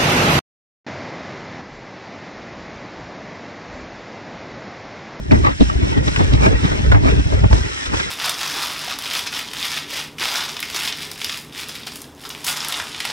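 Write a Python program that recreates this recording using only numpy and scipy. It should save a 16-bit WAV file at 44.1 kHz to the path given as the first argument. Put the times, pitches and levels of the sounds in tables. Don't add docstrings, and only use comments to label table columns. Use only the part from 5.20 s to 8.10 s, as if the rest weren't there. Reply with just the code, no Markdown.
import sys
import numpy as np
from scipy import signal
from scipy.fft import rfft, irfft, next_fast_len
from scipy.io import wavfile

SR = 44100
rng = np.random.default_rng(int(sys.argv[2]) if len(sys.argv) > 2 else 0)


def dump_mix(stems):
    frames = np.atleast_2d(stems).T
    limited = np.clip(frames, -1, 1)
    pcm = np.round(limited * 32767).astype(np.int16)
    wavfile.write(sys.argv[1], SR, pcm)


N = 127890
T = np.arange(N) / SR


def amp(db):
    return 10 ** (np.asarray(db) / 20)


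def level(curve):
    return amp(np.interp(T, *np.transpose(curve)))


def unit(x):
    return x / np.sqrt(np.mean(x ** 2) + 1e-20)


def add(mix, start_s, sound):
    part = mix[:, round(start_s * SR):][:, :sound.shape[1]]
    part += sound[:, :part.shape[1]]


def flutter(rate_hz, depth_db):
    hz = np.fft.rfftfreq(N, 1 / SR)
    slow_band = hz / (hz + rate_hz / 10) / (1 + (hz / rate_hz) ** 2)
    slow = irfft(rfft(rng.standard_normal(N)) * slow_band, N)
    return unit(amp(depth_db * unit(slow)))


def grains(per_s, spread_db, smooth):
    size = amp(spread_db * np.minimum(rng.exponential(1, N), 4))
    happens = rng.random(N) < per_s / SR
    clicks = size * happens * rng.standard_normal((2, N))
    return unit(unit(clicks) + smooth * rng.standard_normal((2, N)))


def patchy(x, depth_db, width_hz, length_s):
    frames = dict(nperseg=1024, noverlap=768)
    hz, t, spectrum = signal.stft(x, SR, **frames)
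    along_hz = np.fft.fftfreq(len(hz), hz[1])[:, None]
    along_s = np.fft.fftfreq(len(t), t[1])
    blur = np.exp(-(along_hz * width_hz) ** 2 - (along_s * length_s) ** 2)
    noise = rng.standard_normal(spectrum.shape[1:])
    field = unit(np.fft.ifft2(np.fft.fft2(noise) * blur).real)
    return unit(signal.istft(spectrum * amp(depth_db * field), SR, **frames)[1][:, :N])


# (frequency [Hz], lead [-1 to 1])
PORT_LEAD = [(30, 0.47), (100, 1), (170, 0.72), (260, -0.38), (430, -0.71), (700, -1), (1100, 0.36),
             (1900, 0.22), (2600, -0.59), (3700, 0.57), (4650, 0.33), (5400, 0.77), (7000, .3), (12000, 0)]


def ports(drive, colour):
    size = next_fast_len(N + SR // 2)
    log_hz = np.log(np.fft.rfftfreq(size, 1 / SR) + 1)
    hz, common_db, opposed_db = np.transpose(colour)
    common = amp(np.interp(log_hz, np.log(hz), common_db))
    opposed = amp(np.interp(log_hz, np.log(hz), opposed_db))
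    lead_hz, lead = np.transpose(PORT_LEAD)
    lead = np.clip(np.interp(log_hz, np.log(lead_hz), lead), -1, 1)
    a, b = rfft(drive, size)
    mid = common * a
    side = opposed * (1j * lead * a + np.sqrt(1 - lead ** 2) * b)
    both = irfft(np.array([mid + side, mid - side]), size)[:, :N]
    return both / np.sqrt(np.mean(common ** 2 + opposed ** 2))


def pair(z, opposed_db):
    return (z * np.exp(1j * np.arctan(amp(opposed_db)) * np.array([[1], [-1]]))).real


# (time [s], level [dB])
GRIND_LEVEL = [(0, -41), (.095, -38), (.125, -35), (.3, -26), (.365, -34), (.42, -26), (.55, -31),
               (.72, -24.5), (.82, -29.5), (1.0, -25.5), (1.22, -28), (1.37, -25.5), (1.5, -23),
               (1.7, -28.5), (1.81, -33.5), (1.9, -24), (2.04, -30), (2.15, -27), (2.285, -33),
               (2.35, -25.5), (2.6, -26.5), (2.71, -26.5), (2.78, -21), (2.9, -25)]
# (frequency [Hz], relative common level [dB], relative opposed level [dB])
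GRIND_SPECTRUM = [(149, -48, -26), (395, -2, -2), (666, -25.5, -2), (884, -4.5, 5.5), (994, -12.5, 2.5),
                  (1384, -4.5, 3), (1920, -1.5, 3), (2450, -10.5, 0), (3440, -12.5, -1),
                  (4180, -14.5, -14.5), (6800, -34, -18), (12000, -57, -59)]
# (time [s], level [dB])
DRUM_LEVEL = [(0, -41.5), (.09, -26.5), (.15, -18), (.31, -21), (.37, -40), (.44, -31), (.54, -21),
              (.82, -24.5), (1.08, -26), (1.35, -21.5), (1.4, -28), (1.45, -21.5), (1.8, -23),
              (1.95, -19.5), (2.04, -34), (2.12, -19), (2.29, -34.5), (2.38, -21), (2.5, -32), (2.63, -38),
              (2.77, -28), (2.9, -30.5)]
# (frequency [Hz], relative common level [dB], relative opposed level [dB])
HULL_SPECTRUM = [(50, -68, -28), (113, -8, 0.5), (163, -5, 0), (240, -6, 0.5), (290.7, -1.5, 4),
                 (335, -10.5, -4), (387, -7.5, -5), (438, -8, -18), (520, -23, -14), (630, -32, -4.5),
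                 (780, -24, -14), (970, -56, -9.5), (3000, -87, -79)]
GRIND_DB, DRUM_DB = -1.7, -1.5


def sliding():
    pressure = flutter(rate_hz=45, depth_db=0.65)
    snow = patchy(grains(per_s=4000, spread_db=1.0, smooth=0.86), depth_db=4.5, width_hz=76, length_s=0.077)
    lumps = patchy(grains(per_s=500, spread_db=3.5, smooth=0.76), depth_db=2.5, width_hz=220, length_s=0.057)
    grind = ports(snow * pressure * level(GRIND_LEVEL), GRIND_SPECTRUM)
    drum = ports(lumps * pressure * level(DRUM_LEVEL), HULL_SPECTRUM)
    return amp(GRIND_DB) * grind + amp(DRUM_DB) * drum


# (time of the peak [s], rise [s], fall [s],
# hull knock level [dB], crunch level [dB], stem snap level [dB])
CRUNCH_EVENTS = [ (.122, 0.006, 0.023, -7, -16, -44), (0.12, 0.0018, 0.0037, -20, -33, -18.5),
                 (0.155, 0.0069, 0.0062, -21, -19, -40), (.249, 0.0072, 0.018, -16.5, -16.5, -33),
                 (0.269, .0086, 0.019, -26, -14, -33.5), (0.41, 0.0043, 0.012, -6, -29, -22.5),
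                 (0.42, .0027, 0.0094, -13, -31, -29), (0.5, 0.0026, 0.0084, -32, -20, -49),
                 (.656, .0048, 0.006, -25.5, -33, -35), (0.781, 0.015, 0.006, -13, -28, -38),
                 (0.882, .0084, 0.0095, -14.5, -19, -29.5), (1.005, 0.014, 0.026, -9, -20.5, -36),
                 (1.137, 0.0072, 0.016, -12, -22.5, -25.5), (1.243, 0.03, 0.028, -14, -16, -33.5),
                 (1.26, 0.004, 0.01, -12, -15.5, -27.5), (1.280, 0.0087, 0.011, -11, -30, -46),
                 (1.33, 0.0031, 0.01, -10, -26, -47), (1.454, 0.013, 0.012, -20.5, -20, -31),
                 (1.521, .0086, .019, -17, -24, -50), (1.721, 0.0021, .013, -13, -19, -27),
                 (1.747, 0.0013, 0.021, -14, -15, -47), (1.863, 0.026, 0.017, -16, -21, -31.5),
                 (1.887, .008, 0.0092, -11, -14, -36), (1.909, .0016, 0.005, -17.5, -36, -26),
                 (1.998, 0.006, 0.0044, -14, -33, -33), (2.124, 0.0021, 0.011, -11.5, -29, -40),
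                 (2.242, 0.0058, 0.0093, -6, -20, -36.5), (2.331, 0.0037, 0.0058, -9, -15, -23),
                 (2.348, 0.0042, 0.013, -11.5, -35, -47), (2.662, .004, .0046, -24, -34, -27),
                 (2.741, 0.01, 0.0064, -16, -21, -45), (2.801, .0039, 0.0078, -21.5, -20, -25)]
# (frequency [Hz], relative common level [dB], relative opposed level [dB])
CRUST_SPECTRUM = [(150, -44, -27), (450, -17, 2), (600, -21, 2), (720, -22, -0.5), (860, -16, 7),
                  (960, -37, 6), (1070, -9, -2), (1190, -6.5, 5), (1450, -13, -3), (1600, -13.5, -5),
                  (2000, -12, 0), (2680, -16, -9), (3130, -33, -22), (4460, -45, -33), (7000, -60, -42),
                  (12000, -81, -70)]
# (frequency [Hz], relative common level [dB], relative opposed level [dB])
SNAP_SPECTRUM = [(500, -18, -28), (1540, -8, -13), (2550, -1.5, 6), (3740, 3, 11.5), (4300, 1.5, -4),
                 (4500, -2, 0.5), (5920, -0.5, -8), (6260, -19, -5), (7440, -12.5, -8), (9500, -21.5, -49),
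                 (12000, -55, -41)]
CRUNCH_DB = 2.5


def crunches():
    power = np.zeros((3, N))
    for peak_s, rise_s, fall_s, *parts_db in CRUNCH_EVENTS:
        distance = np.maximum((peak_s - T) / rise_s, (T - peak_s) / fall_s)
        shape = np.exp(-distance.clip(0, 20))
        power += (amp(parts_db)[:, None] * shape) ** 2
    out = np.zeros((2, N))
    for part, colour in zip(power, (HULL_SPECTRUM, CRUST_SPECTRUM, SNAP_SPECTRUM)):
        breaks = grains(per_s=1500, spread_db=0.5, smooth=0.65)
        fractures = patchy(breaks, depth_db=4.0, width_hz=315, length_s=0.11)
        out += ports(fractures * np.sqrt(part), colour)
    return amp(CRUNCH_DB) * out


# (time [s], relative level [dB], pitch [Hz], decay [s])
BUMP_EVENTS = [ (0.113, -8, 91.9, 0.053), (0.149, -9.5, 77.5, 0.022), (0.401, -8, 57.4, 0.05),
               (0.554, -11, 67, 0.024), (.776, -7, 87.7, 0.017), (0.894, -17, 63, 0.047),
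               (1.001, -9, 90, 0.05), (1.081, -12, 53, 0.041), (1.137, -13, 92.8, 0.079),
               (1.281, -7.5, 87, 0.038), (1.34, -2, 67, 0.014), (1.673, -5.5, 54, 0.018),
               (1.728, -1, 103.2, 0.032), (1.847, -9.5, 69.6, 0.064), (1.974, -12.5, 60.3, 0.035),
               (2.056, -4, 71.6, 0.015), (2.132, -10, 86.4, 0.021), (2.248, -6.5, 78, 0.012),
               (2.308, -10, 58.7, 0.019), (2.345, -12, 66, 0.022), (2.676, -18, 69.5, 0.022)]
BOOM_DB, BOOM_RISE_S, BOOM_PORT_LAG_S = 4.5, 0.0066, 0.0036


def booms():
    out = np.zeros((2, N))
    port_lag = np.array([[0], [BOOM_PORT_LAG_S]])
    for start_s, db, hz, decay_s in BUMP_EVENTS:
        t = np.maximum(T - start_s - port_lag, 0)
        shape = (1 - np.exp(-t / BOOM_RISE_S)) * np.exp(-t / decay_s)
        out += amp(db) * shape * np.sin(2 * np.pi * hz * t)
    return amp(BOOM_DB) * out


# (time [s], relative level [dB],
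# pitch factor of the spot that is hit [ratio], opposed over common [dB])
KNOCK_EVENTS = [(0.263, -17, 0.7, 14), (1.26, -15.5, 1.12, 8.5), (1.717, -13.5, 0.98, 4),
                (1.868, -17, 0.84, 15), (2.31, -18, 0.603, 6), (2.738, -18, 0.63, 3)]
# (frequency [Hz], relative level [dB], t60 [s])
SHELL_MODES = [(472, -6, 0.097), (578, -8.5, 0.12), (896, -2, 0.034), (1232, -10, 0.13), (1467, 2.5, 0.079),
               (1760, -5.5, 0.035), (2205, -13, 0.14), (2316, -17, 0.014), (2900, -18, 0.069),
               (3920, -10, 0.012)]
CLACK_DB, REBOUND_S, REBOUND_DB = -4.5, 0.004165, 1


def clacks():
    out = np.zeros((2, N))
    hz, db, t60 = np.transpose(SHELL_MODES)[:, :, None]
    t = np.arange(SR // 8) / SR
    for start_s, hit_db, pitch, opposed_db in KNOCK_EVENTS:
        for delay_s, gain_db in ((0, 0), (REBOUND_S, REBOUND_DB)):
            decay = amp(hit_db + gain_db + db) * np.exp(-np.log(1000) * t / t60)
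            cycles = hz * pitch * t + rng.random((len(SHELL_MODES), 1))
            ring = (decay * np.exp(2j * np.pi * cycles)).sum(0)
            add(out, start_s + delay_s, pair(ring, opposed_db))
    return amp(CLACK_DB) * out


def patter(per_s, range_hz, t60_s, spread_db, opposed_db, count):
    out = np.zeros((2, N))
    t = np.arange(SR // 8) / SR
    for hz in np.geomspace(*range_hz, count):
        happens = rng.random(N) < per_s / count / SR
        blows = happens * amp(spread_db * rng.uniform(-1.03, 1, N)) * rng.choice([-1, 1], N)
        ring = np.exp((2j * np.pi * hz - np.log(1000) / t60_s) * t) * (1 - np.exp(-hz * t))
        response = pair(ring, opposed_db)[::rng.choice([-1, 1])]
        out += signal.oaconvolve(blows[None], response, axes=1)[:, :N]
    return unit(out)


RATTLE_DB, RATTLE_PER_S, RATTLE_HZ, RATTLE_T60_S = -7, 70, (312, 618.3), 0.07


def rattle():
    knocks = patter(RATTLE_PER_S, RATTLE_HZ, RATTLE_T60_S, spread_db=6.5, opposed_db=4.0, count=12)
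    return amp(RATTLE_DB) * level(DRUM_LEVEL) * knocks


# (time [s], level [dB])
FULLNESS_LEVEL = [(.1, -7.5), (.55, -11.5), (1.0, 4.5), (1.6, 2.5), (2.75, 3)]
FULLNESS_HZ = 430, 1070


def hollow(x):
    band_filter = signal.butter(2, FULLNESS_HZ, "band", fs=SR, output="sos")
    band = signal.sosfiltfilt(band_filter, x.mean(0))
    return x + band * (level(FULLNESS_LEVEL) - 1.5)


# (time [s], relative level [dB], centre [Hz],
# width [octaves], fall [s], opposed over common [dB])
SCRAPE_EVENTS = [ (.110, -12, 1780, 0.59, 0.0044, 5.5), (.118, -18.5, 700, 1.3, 0.008, 21),
                 (.408, -22, 3700, 0.17, 0.0057, 1), (.96, -10.5, 1700, 1.4, .008, 11),
                 (1.006, -10.5, 348, 0.68, 0.014, 1.5), (1.717, -16, 1610, 1, 0.011, 7),
                 (1.72, -10.5, 700, 0.86, 0.018, 15), (1.746, -14.5, 990, 1.5, 0.011, 5.5),
                 (2.24, -17, 920, 1.2, 0.0053, -2)]
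SCRAPE_DB, SCRAPE_RISE_S = -0.5, 0.00063


def scrapes():
    out = np.zeros((2, N))
    t = np.arange(SR // 8) / SR
    for start_s, db, hz, octaves, fall_s, opposed_db in SCRAPE_EVENTS:
        edges = np.clip(hz * 2 ** (np.array([-.5, .5]) * octaves), 50, SR / 3)
        band_filter = signal.butter(2, edges, "band", fs=SR, output="sos")
        grit = signal.hilbert(signal.sosfilt(band_filter, rng.standard_normal(len(t))))
        shape = (1 - np.exp(-t / SCRAPE_RISE_S)) * np.exp(-t / fall_s)
        burst = grit * shape * np.linalg.norm(shape) / np.linalg.norm(grit.real * shape)
        add(out, start_s, amp(db) * pair(burst, opposed_db))
    return amp(SCRAPE_DB) * out


# (time [s], level [dB])
SWISH_LEVEL = [(0, -53.5), (.098, -49), (.125, -39.5), (.26, -43.5), (.37, -43.5), (.45, -38), (.56, -44),
               (.7, -39.5), (.82, -46), (.86, -35.5), (1.0, -36.5), (1.1, -40), (1.185, -42.5),
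               (1.25, -33.5), (1.34, -43.5), (1.48, -37), (1.81, -46), (1.87, -37.5), (2.0, -42.5),
               (2.12, -40), (2.29, -45.5), (2.34, -34), (2.44, -39), (2.65, -34.5), (2.7, -42), (2.78, -31),
               (2.9, -40)]
# (frequency [Hz], relative common level [dB], relative opposed level [dB])
SWISH_SPECTRUM = [(500, -51, -27), (1480, -17, -4), (2330, 3.5, -8), (2970, 1, -3), (3570, -3, -3),
                  (4060, 1.5, 8.5), (4360, -7, -7), (5270, 7, 4.5), (6100, 1, 2.5), (6720, -8.5, 2),
                  (7550, -2.5, 3.5), (8800, -9.5, -10), (10100, -14, -27), (10860, -20, -29),
                  (11600, -25, -23)]
SWISH_DB = 3


def grass():
    stems = grains(per_s=5000, spread_db=2.0, smooth=2.6) * flutter(rate_hz=29, depth_db=0.9)
    return amp(SWISH_DB) * ports(stems * level(SWISH_LEVEL), SWISH_SPECTRUM)


CRACKLE_DB, CRACKLE_PER_S, CRACKLE_HZ, CRACKLE_T60_S = -2, 220, (1490, 5930), .005


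def crackle():
    cracks = patter(CRACKLE_PER_S, CRACKLE_HZ, CRACKLE_T60_S, spread_db=7.5, opposed_db=5.5, count=14)
    return amp(CRACKLE_DB) * level(SWISH_LEVEL) * cracks


# (time [s], level [dB])
WIND_LEVEL = [(0, -15.5), (.05, -31.5), (.1, -23.5), (.15, -18), (.3, -24), (.38, -33), (.43, -28.5),
              (.72, -19.5), (.95, -24), (1.25, -15.5), (1.41, -21.5), (1.68, -16), (1.81, -19),
              (1.9, -18.5), (2.0, -19.5), (2.045, -23), (2.1, -22), (2.25, -13), (2.29, -19), (2.33, -13),
              (2.43, -23.5), (2.5, -35), (2.63, -44.5), (2.72, -27.5), (2.9, -40)]
# (frequency [Hz], relative common level [dB], relative opposed level [dB])
WIND_SPECTRUM = [(15, -38, -40), (29.4, -15, -28), (44.6, -7, -28), (57, -1, -8), (101, -5.5, -7.5),
                 (147.7, -12.5, -13), (244, -24, -38), (403, -43, -23), (896, -41, -58), (3970, -100, -100)]
WIND_DB = 2.5


def wind():
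    gusts = rng.standard_normal((2, N)) * flutter(rate_hz=43, depth_db=4.0)
    return amp(WIND_DB) * ports(gusts * level(WIND_LEVEL), WIND_SPECTRUM)


LEFT_DB = 0.28


def scene():
    hull = hollow(sliding() + crunches() + clacks() + rattle()) + scrapes()
    surroundings = booms() + grass() + crackle() + wind()
    return hull + surroundings * amp([[LEFT_DB], [-LEFT_DB]])


EDGE_HZ = 12100


def record(dry):
    ceiling = .93
    held = dry / (1 + (dry / ceiling) ** 6) ** (1 / 6)
    low_pass = signal.firwin(511, EDGE_HZ, window=("kaiser", 9), fs=SR)
    return signal.oaconvolve(held, low_pass[None], "same")


dry = scene()
out = record(dry)
dump_mix(out)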